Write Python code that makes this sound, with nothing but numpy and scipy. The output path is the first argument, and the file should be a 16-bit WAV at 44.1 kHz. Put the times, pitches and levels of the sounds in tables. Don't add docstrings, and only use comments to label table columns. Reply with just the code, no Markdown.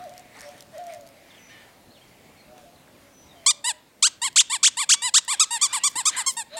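import sys
import numpy as np
from scipy import signal
from scipy.fft import rfft, irfft
from scipy.io import wavfile
from scipy.ndimage import uniform_filter1d

SR = 44100
rng = np.random.default_rng(int(sys.argv[2]) if len(sys.argv) > 2 else 0)


def wrap_up_sound(samples):
    columns = np.atleast_2d(samples).T
    tamed = np.clip(columns, -1, 1)
    steps = np.round(tamed * 32767).astype(np.int16)
    wavfile.write(sys.argv[1], SR, steps)


N = 290613


def amp(db):
    return 10 ** (np.asarray(db) / 20)


def evened(x):
    return x / np.sqrt(np.mean(x ** 2) + 1e-20)


def read(points, hz):
    f, value = np.transpose(points)
    return np.interp(np.log(hz + 1), np.log(f + 1), value)


def add(mix, start_s, sound):
    part = mix[round(start_s * SR):][:len(sound)]
    part += sound[:len(part)]


def wander(length, size):
    once = uniform_filter1d(rng.standard_normal(length), size)
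    return evened(uniform_filter1d(once, size))


def noise(colour, patchy_db):
    frames, hz = N // 256 + 5, np.fft.rfftfreq(1024, 1 / SR)
    real, imag, patches = rng.standard_normal((frames, 513, 3)).T
    patches = uniform_filter1d(patches, 12, 0)
    patches = evened(uniform_filter1d(patches, 14, 1))
    spectra = (real + 1j * imag) * amp(read(colour, hz)[:, None] + patchy_db * patches)
    return evened(signal.istft(spectra, nperseg=1024, noverlap=768)[1][:N])


def swell(t, start_s, hold_s, db, rise_db_per_s, fall_db_per_s):
    before_s = np.maximum(start_s - t, 0)
    after_s = np.maximum(t - start_s - hold_s, 0)
    return amp(db - rise_db_per_s * before_s - fall_db_per_s * after_s)


def swells(rows, rise_db_per_s, fall_db_per_s):
    t = np.arange(N) / SR
    return sum(swell(t, *row, rise_db_per_s, fall_db_per_s) for row in rows)


def scatter(x, t60_s, build_s, dull_db_per_khz):
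    taps = np.zeros(SR // 2)
    at = np.arange(0, len(taps) - 20, 20)
    taps[at + rng.integers(0, 20, len(at))] = rng.choice([-1., 1.], len(at))
    hz, t, spectra = signal.stft(taps, SR, nperseg=256)
    hz = hz[:, None]
    fall_db = -60 * t / t60_s * (1 + hz / 9000) - dull_db_per_khz * hz / 1000
    build = np.clip(t / build_s, 0, 1)
    tail = signal.istft(spectra * amp(fall_db) * build, SR, nperseg=256)[1]
    return signal.fftconvolve(x, tail / np.linalg.norm(tail))[:N]


def bounce(x, delay_s, db, dull_hz):
    late = np.r_[np.zeros(round(delay_s * SR)), x][:N]
    return amp(db) * signal.lfilter(*signal.butter(1, dull_hz, fs=SR), late)


# frequency in Hz, relative density in dB per Hz.
HUSH_COLOUR = [(15, -55.5), (25, -31.5), (68, -5), (242, -3.5), (277, -3), (416, -9.5), (591, -6),
               (1230, -15.5), (2160, -17), (4610, -20.5), (6050, -23.5), (6740, -22.5), (16000, -28)]
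HUSH_RMS_DB = -54


def outdoor_hush():
    return amp(HUSH_RMS_DB) * noise(HUSH_COLOUR, patchy_db=1.5)


# time in seconds, level in dB.
FAR_HISS_LEVELS = [(0.0, -65), (0.37, -57), (0.701, -84), (0.85, -77), (0.91, -48.5), (1.01, -68),
                   (1.28, -59), (1.55, -55), (1.95, -78), (2.02, -64), (2.38, -60.5), (2.8, -87),
                   (3.38, -68), (3.44, -58)]
FAR_HISS_HZ, FAR_HISS_Q = 2150, 5.5


def far_hiss():
    s, db = np.transpose(FAR_HISS_LEVELS + [(3.6, -69)])
    band = signal.lfilter(*signal.iirpeak(FAR_HISS_HZ, FAR_HISS_Q, SR), rng.standard_normal(N))
    return amp(np.interp(np.arange(N) / SR, s, db)) * evened(band)


def whistle(hz, db, waver):
    hz = hz * (1 + waver * wander(len(hz), size=60))
    gain = amp(db + 2.6 * wander(len(hz), size=120)) * signal.windows.tukey(len(hz), .4)
    return gain * np.sin(2 * np.pi * np.cumsum(hz) / SR)


# start in seconds, end in seconds, start in Hz, end in Hz, level in dB.
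BIRD_STROKES = [(.04, 0.056, 4300, 3700, -60), (0.08, 0.1, 3450, 4330, -61),
                (1.301, 1.329, 3840, 3000, -53), (1.348, 1.359, 3600, 2490, -53),
                (1.372, 1.395, 3420, 2500, -55), (1.898, 1.931, 3920, 4600, -58),
                (1.927, 2.0, 4470, 2120, -58), (1.965, 2.0, 4250, 4200, -61),
                (2.01, 2.033, 3150, 3270, -56), (2.366, 2.425, 4300, 4200, -59),
                (2.754, 2.765, 4520, 3900, -58), (2.778, 2.795, 3200, 4000, -62),
                (2.872, 2.885, 2390, 1300, -55), (2.922, 3.006, 3060, 1340, -64),
                (3.283, 3.329, 4000, 3580, -55.5), (3.357, 3.415, 3180, 3090, -58)]
# start in seconds, level in dB.
LONG_NOTES = [(1.36, -59.5), (3.11, -58.5)]
# seconds after its start, pitch in Hz.
LONG_TUNE = [(0, 6450), (.03, 6020), (.15, 5950), (.19, 5360)]


def birds():
    out = np.zeros(N)
    for start_s, end_s, start_hz, end_hz, db in BIRD_STROKES:
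        glide_hz = np.linspace(start_hz, end_hz, round((end_s - start_s) * SR))
        add(out, start_s, whistle(glide_hz, db, waver=.016))
    s, hz = np.transpose(LONG_TUNE)
    tune_hz = np.interp(np.arange(0, s[-1], 1 / SR), s, hz)
    for start_s, db in LONG_NOTES:
        add(out, start_s, whistle(tune_hz, db, waver=.005))
    return out


# time in seconds, level in dB, pitch in Hz.
PHONE_TAP = (5.96, -30.5, 340)


def phone_tap():
    out, t = np.zeros(N), np.arange(900) / SR
    start_s, db, hz = PHONE_TAP
    add(out, start_s, amp(db - 60 * t / 0.019) * np.sin(2 * np.pi * hz * t))
    return out


# start in seconds, hold in seconds, level in dB.
HUFFS = [(0, 0.077, -56.5), (.17, .03, -55), (.36, 0.071, -50), (.46, 0.14, -53.5), (.745, 0.055, -54.5),
         (.885, .06, -53.5), (1.26, 0.11, -60), (1.5, 0.19, -58), (1.98, .06, -68), (2.58, .02, -56.5),
         (3.0, 0.036, -60.5), (3.33, 0.16, -62)]
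# frequency in Hz, relative density in dB per Hz.
HUFF_COLOUR = [(250, -45), (470, -1.5), (800, 0), (1060, -3.5), (1590, -5), (1820, 1), (2630, -7.5),
               (3050, -6), (7830, -16), (8850, -14.5), (15000, -36)]
HUFF_RISE_DB_PER_S, HUFF_FALL_DB_PER_S = 313, 235
GRIT_PER_S, GRIT_DB = 400, -15.5


def huffs():
    size_db = 3.5 * np.minimum(rng.exponential(1, N), 4)
    grains = amp(size_db) * (rng.random(N) < GRIT_PER_S / SR) * rng.choice([-1, 1], N)
    band = signal.butter(2, [3500, 11000], "bandpass", fs=SR)
    grit = evened(signal.lfilter(*band, grains))
    breath = noise(HUFF_COLOUR, patchy_db=3.0)
    return swells(HUFFS, HUFF_RISE_DB_PER_S, HUFF_FALL_DB_PER_S) * (breath + amp(GRIT_DB) * grit)


# time in seconds, level in dB.
CLAWS = [(0.0943, -40), (0.1014, -49), (0.138, -41), (0.179, -33.5), (0.1954, -36.5), (0.39, -37),
         (0.397, -37), (0.408, -31), (0.416, -34), (0.49, -36.5), (0.607, -31), (0.624, -35), (0.782, -36),
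         (0.8395, -40), (0.8677, -34), (0.9244, -39), (0.937, -33), (0.947, -36), (1.0665, -43),
         (1.074, -38.5), (1.089, -40), (2.58, -41), (4.3287, -36), (5.2494, -27)]
CLAW_LOW_HZ, CLAW_HIGH_HZ = 3950, 7270
LIGHT_CLAWS_PER_S, LIGHT_CLAW_DB, SETTLED_S = 7, -40.5, 1.15
CLAW_T60_S, SLOT_S = 0.0093, .01


def claws():
    out, t = np.zeros(N), np.arange(400) / SR
    band = signal.butter(2, [3000, 12000], "bandpass", fs=SR)
    slots = np.arange(0, SETTLED_S, SLOT_S)
    light = slots[rng.random(len(slots)) < LIGHT_CLAWS_PER_S * SLOT_S]
    for start_s, db in CLAWS + [(s, LIGHT_CLAW_DB) for s in light]:
        hz = rng.uniform(CLAW_LOW_HZ, CLAW_HIGH_HZ)
        grit = signal.lfilter(*band, rng.standard_normal(400))
        ring = np.sin(2 * np.pi * hz * t)
        add(out, start_s, amp(db - 60 * t / CLAW_T60_S) * (.5 * ring + 0.86 * grit))
    return out


# start in seconds, hold in seconds, level in dB.
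PANTS = [(5.345, 0.0068, -37), (5.72, 0.038, -37.5), (6.13, .06, -32.5), (6.54, .05, -41.5)]
# start in seconds, hold in seconds, level in dB.
PANT_REST = (5.4, 0.68, -48.5)
# frequency in Hz, relative density in dB per Hz.
MOUTH_COLOUR = [(250, -42), (600, -15), (1100, -10.5), (1550, -1.5), (2050, -2.5), (2600, -4.5), (3700, -2),
                (4700, -8.5), (6000, -16), (9000, -22.5), (14000, -38)]
PANT_RISE_DB_PER_S, PANT_FALL_DB_PER_S = 502, 255


def pants():
    gain = swells(PANTS + [PANT_REST], PANT_RISE_DB_PER_S, PANT_FALL_DB_PER_S)
    return gain * noise(MOUTH_COLOUR, patchy_db=5.0)


# start in seconds, end in seconds, start in Hz, end in Hz, start in dB, end in dB,
# pitch roughness as a share.
WHIMPERS = [(.735, 0.823, 630, 618, -57, -58, 0.023), (1.487, 1.665, 600, 592, -49.5, -56.5, 0.04),
            (4.94, 5.07, 1120, 1200, -35.5, -42, .004), (5.576, 5.76, 1004, 1252, -45.5, -36.5, 0.0045),
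            (5.778, 5.843, 920, 990, -47.5, -41, .011), (6.218, 6.253, 983, 1030, -50, -41, .01)]
# frequency in Hz, gain in dB.
WHIMPER_COLOUR = [(550, -18), (1150, -10.5), (1800, 6), (2300, -5.5), (3000, 1), (3500, -2.5), (4700, -12),
                  (6000, -18), (8000, -33)]


def whimpers():
    out, k = np.zeros(N), np.arange(1, 9)[:, None]
    for start_s, end_s, start_hz, end_hz, start_db, end_db, rough in WHIMPERS:
        count = round((end_s - start_s) * SR)
        hz = np.linspace(start_hz, end_hz, count) * (1 + rough * wander(count, size=80))
        turns = np.cumsum(hz) / SR
        partial_gain = amp(read(WHIMPER_COLOUR, k * (start_hz + end_hz) / 2))
        stack = partial_gain * np.cos(2 * np.pi * (k * turns + rng.random(k.shape)))
        gain = amp(np.linspace(start_db, end_db, count)) * signal.windows.tukey(count, .25)
        add(out, start_s, gain * evened(stack.sum(0)))
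    return out


def whine(hz, gain):
    turns = np.cumsum(hz * (1 + .004 * wander(len(hz), size=400))) / SR
    tone = np.sin(2 * np.pi * turns) + amp(-28.5) * np.sin(4 * np.pi * turns)
    return np.sqrt(2) * gain * amp(wander(len(hz), size=500)) * tone


# time in seconds, pitch in Hz, level in dB.
LONG_WHINES = [
    [(0, 712, -42), (.045, 736, -42.5), (.07, 601, -37), (.1, 544, -58)],
    [(.725, 644, -56), (.75, 648, -41.5), (.772, 570, -40), (.792, 716, -37), (.85, 702.3, -41),
     (.91, 673, -38), (.935, 615.6, -41.5), (1.03, 565, -53), (1.14, 537, -65)],
    [(6.49, 598, -87.5), (6.52, 574, -45.5), (6.562, 669, -33), (6.59, 642, -40)],
]
# start in seconds, length in seconds, start in Hz, end in Hz, level in dB.
YIPS = [(0.107, 0.039, 683, 746, -46), (0.191, 0.028, 725, 745, -47), (0.441, 0.067, 582, 584, -43),
        (.46, .1, 717, 730, -53), (0.97, 0.11, 700, 665, -54), (2.471, 0.078, 598, 627, -52.5),
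        (2.5, 0.13, 745, 727, -55.5), (2.623, 0.04, 576, 590, -54), (2.656, 0.052, 690, 690, -55),
        (3.042, .05, 564, 575, -58), (3.09, .07, 597, 596, -61), (3.319, 0.047, 594, 590, -59),
        (3.343, 0.16, 702, 634, -56.5), (3.487, 0.14, 600, 570, -56), (3.635, 0.14, 614, 612, -57.5)]
YIP_RISE_DB_PER_S, YIP_FALL_DB_PER_S = 450, 897


def whines():
    out = np.zeros(N)
    for rows in LONG_WHINES:
        s, hz, db = np.transpose(rows)
        t = np.arange(s[0], s[-1], 1 / SR)
        add(out, s[0], whine(np.interp(t, s, hz), amp(np.interp(t, s, db))))
    for start_s, length_s, start_hz, end_hz, db in YIPS:
        t = np.arange(-.05, length_s + .05, 1 / SR)
        gain = swell(t, .015, length_s - .03, db, YIP_RISE_DB_PER_S, YIP_FALL_DB_PER_S)
        glide_hz = np.interp(t, [0, length_s], [start_hz, end_hz])
        add(out, start_s + t[0], whine(glide_hz, gain))
    return out


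# start in seconds, hold in seconds, level in dB.
RUBS = [(5.69, 0.013, -63), (5.895, 0.023, -47), (6.295, 0.034, -38)]
RUB_RISE_DB_PER_S, RUB_FALL_DB_PER_S = 693, 600


def rubs():
    fibres = rng.standard_normal(N) * amp(5 * wander(N, size=90))
    band = signal.butter(2, [4500, 13000], "bandpass", fs=SR)
    gain = swells(RUBS, RUB_RISE_DB_PER_S, RUB_FALL_DB_PER_S)
    return gain * evened(signal.lfilter(*band, fibres))


# time in seconds, share turned.
TURNED = [(5.2, 0.02), (5.7, 1), (6.3, 1.27)]
# frequency in Hz, gain in dB.
TURNED_COLOUR = [(800, 4.5), (1300, 5.5), (2500, -1.5), (5000, -1), (8000, 3.1), (11000, 3), (15000, 11.5)]


def turned_share(s):
    return np.interp(s, *np.transpose(TURNED))


def heard(colour, s):
    return [(hz, db + turned_share(s) * read(TURNED_COLOUR, hz)) for hz, db in colour]


def arch(t, times, start, end, top, bow_up, bow_down, size):
    u = np.interp(t, times, [0, 1, 0])
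    rising = t < times[1]
    straight = np.where(rising, start, end) * (1 - u) + top * u
    bow = 4 * u * (1 - u) * np.where(rising, bow_up, bow_down)
    return uniform_filter1d(straight + bow, size=size, mode="nearest")


RISE_BOW_DB = 0.18
PARTIALS, PARTIAL_LIMIT_HZ, FLUTTER_DB = 20, 18000, 1.8
LATE_ABOVE_HZ = 5000


def squeak(row, fall, colour, ring_late_s, hiss_db, jitter, attack_s, fade_db_per_s, size):
    times, (start_hz, top_hz, rise_bow_hz, fall_bow_hz, start_db, top_db) = row[:3], row[3:]
    stall_hz, drop_db, fall_bow_db, droop_hz_per_s = fall
    t = np.arange(times[0] - attack_s, times[2] + 0.02, 1 / SR)
    after_s = np.maximum(t - times[2], 0)

    hz = arch(t, times, start_hz, stall_hz, top_hz, rise_bow_hz, fall_bow_hz, size=size)
    hz = hz * (1 + jitter * wander(len(t), size=40)) - droop_hz_per_s * after_s
    db = arch(t, times, start_db, top_db + drop_db, top_db, RISE_BOW_DB, fall_bow_db, size=100)
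    db = db - fade_db_per_s * after_s

    grid_hz = np.fft.fftfreq(4096, 1 / SR)
    log_gain = np.log(amp(read(colour, abs(grid_hz))))
    lag = -signal.hilbert(log_gain).imag[:2048]
    k = np.arange(1, PARTIALS + 1)[:, None]
    partial_hz = k * hz
    flutter_db = FLUTTER_DB * np.array([wander(len(t), size=200) for _ in k])
    gain = amp(read(colour, partial_hz) + flutter_db) * (partial_hz < PARTIAL_LIMIT_HZ)
    phase = 2 * np.pi * k * np.cumsum(hz) / SR + np.interp(partial_hz, grid_hz[:2048], lag)
    phase -= 2 * np.pi * ring_late_s * np.maximum(partial_hz - LATE_ABOVE_HZ, 0)
    tone = -(gain * np.cos(phase)).sum(0) / np.sqrt((gain ** 2).sum(0) / 2)

    white = rfft(rng.standard_normal(len(t)))
    bins_hz = np.fft.rfftfreq(len(t), 1 / SR)
    leak_db = read([(400, -50)] + colour, bins_hz) + 1.1 * bins_hz / 1000
    leak = evened(irfft(white * amp(leak_db), len(t)))
    opening = np.clip((t - t[0]) / (2 * attack_s), 0, 1) ** 2
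    return t[0], amp(db) * opening * (tone + amp(hiss_db) * leak)


# start in seconds, let-go in seconds, end in seconds, start in Hz,
# let-go in Hz, bow of the pitch rise in Hz, bow of the pitch fall in Hz, start in dB, let-go in dB.
SQUEEZES = [(3.4627, 3.5066, 3.5175, 1025, 1216, 48.5, -97, -12.5, -11.5),
            (4.0249, 4.0683, 4.0814, 1008, 1677, 13.5, -270, -10.5, -12),
            (4.359, 4.401, 4.419, 1006, 3920, -400, -850, -12.5, -5.5),
            (4.63, 4.671, 4.688, 1059, 3720, -520, -850, -9.5, -7.5),
            (4.891, 4.933, 4.95, 1103, 3530, -480, -850, -11, -7),
            (5.1397, 5.1787, 5.1916, 1011, 2008, -16, -380, -9.5, -7),
            (5.3961, 5.4118, 5.4445, 1102, 1323, -41, 71, -9.5, -8.5),
            (5.613, 5.632, 5.6688, 1040, 1212, -9, 37.5, -17, -10.5),
            (5.8356, 5.8746, 5.8856, 1018, 1134, 101, -38, -14, -14.5),
            (6.054, 6.0816, 6.1021, 1037, 1297, 8, 4, -15.5, -13),
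            (6.2626, 6.279, 6.312, 1084, 1087, -30, 18, -19.5, -16.5)]
REFILLS = [(3.6419, 3.687, 3.7169, 883, 1008, 12, -12.5, -23, -18),
           (4.2172, 4.253, 4.2858, 918, 1134, -56.5, 34, -21.5, -18.5),
           (4.498, 4.535, 4.569, 886, 1212, -75, -14.5, -24, -16.5),
           (4.77, 4.807, 4.844, 893, 1228, -44.5, -36, -22, -17),
           (5.0195, 5.056, 5.0959, 917, 1017, 1, 47, -22.5, -17),
           (5.2788, 5.318, 5.3498, 903, 1242, -7, -92, -22, -16.5),
           (5.5068, 5.543, 5.5796, 890, 932, 40.5, 34.5, -22.5, -20),
           (5.7278, 5.7503, 5.7877, 924, 1231, -50.5, -66, -21, -19),
           (5.955, 5.99, 6.0191, 873, 1057, 9.5, 5, -25, -21),
           (6.164, 6.186, 6.224, 935, 1071, -16.5, -2.5, -27.5, -21),
           (6.3674, 6.386, 6.4264, 902, 948, 0.5, 5, -27, -25.5),
           (6.568, 6.61, 6.63, 887, 990, -15, 5, -31.5, -34)]
# frequency in Hz, gain in dB.
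OUT_COLOUR = [(900, -16.5), (1500, -16), (2200, -17.5), (3300, -8.5), (4500, -7.5), (5800, -9.5),
              (7600, -3.5), (8400, -6.5), (9300, -20), (10500, -22), (12500, -38.5), (15500, -58)]
IN_COLOUR = [(800, -10), (1800, -11.5), (2700, -10.5), (3800, -7.5), (5000, -12.5), (5600, -16.5),
             (6100, -28.5), (6500, -16.5), (7000, -9.5), (7800, -2.5), (8700, -10.5), (9600, -14.5),
             (11500, -25), (13000, -42), (15500, -57)]
# stall in Hz, change in level in dB, bow of that
# change in dB, droop after the end in Hz per second.
OUT_FALL = (977, -13, 3, 8998)
IN_FALL = (800, -9, 2.5, 14000)


def toy():
    out = np.zeros(N)
    for row in SQUEEZES:
        colour = heard(OUT_COLOUR, row[0])
        add(out, *squeak(row, OUT_FALL, colour, ring_late_s=.00001, hiss_db=-19, jitter=.007,
                         attack_s=0.002006, fade_db_per_s=3207, size=140))
    for row in REFILLS:
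        colour = heard(IN_COLOUR, row[0])
        add(out, *squeak(row, IN_FALL, colour, ring_late_s=0.00021, hiss_db=-15, jitter=.005,
                         attack_s=0.001976, fade_db_per_s=5000, size=380))
    return out


def scene():
    far, cry, near = birds(), whines(), toy()
    background = outdoor_hush() + far_hiss()
    bird_echo = amp(-7.5) * scatter(far, t60_s=0.35, build_s=0.0144, dull_db_per_khz=.1)
    whine_echo = amp(-19) * scatter(cry, t60_s=0.96, build_s=0.0086, dull_db_per_khz=5.5)
    animals = far + bird_echo + cry + whine_echo
    bustle = phone_tap() + huffs() + claws() + pants() + whimpers() + rubs()
    early_tail = amp(-28.5) * scatter(near, t60_s=0.53, build_s=0.0063, dull_db_per_khz=0.29)
    late_tail = amp(-31.5) * scatter(near, t60_s=0.4, build_s=0.084, dull_db_per_khz=1.6)
    wetter = amp(2.9 * turned_share(np.arange(N) / SR))
    ground = bounce(near, delay_s=.0055, db=-12, dull_hz=9100)
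    return (background + animals + bustle + near + ground + wetter * (early_tail + late_tail))[None]


AVERAGE_S, THRESHOLD_DB, CUT_DB_PER_DB = .08, -27.0, 0.36
HELD_FALL_DB_PER_S = 8.5
EDGE_HZ = 16250


def record(dry):
    keep = np.exp(-1 / (AVERAGE_S * SR))
    power = signal.lfilter([1 - keep], [1, -keep], dry[0] ** 2)
    power_db = 10 * np.log10(power + 1e-12)
    sink_db = np.arange(N) * HELD_FALL_DB_PER_S / SR
    held_db = np.maximum.accumulate(power_db + sink_db) - sink_db
    over_db = np.maximum(held_db - THRESHOLD_DB, 0)
    ducked = dry / amp(CUT_DB_PER_DB * over_db)
    low_pass = signal.firwin(1023, EDGE_HZ, window=("kaiser", 9), fs=SR)
    return signal.oaconvolve(ducked, low_pass[None], "same")


dry = scene()
out = record(dry)
wrap_up_sound(out)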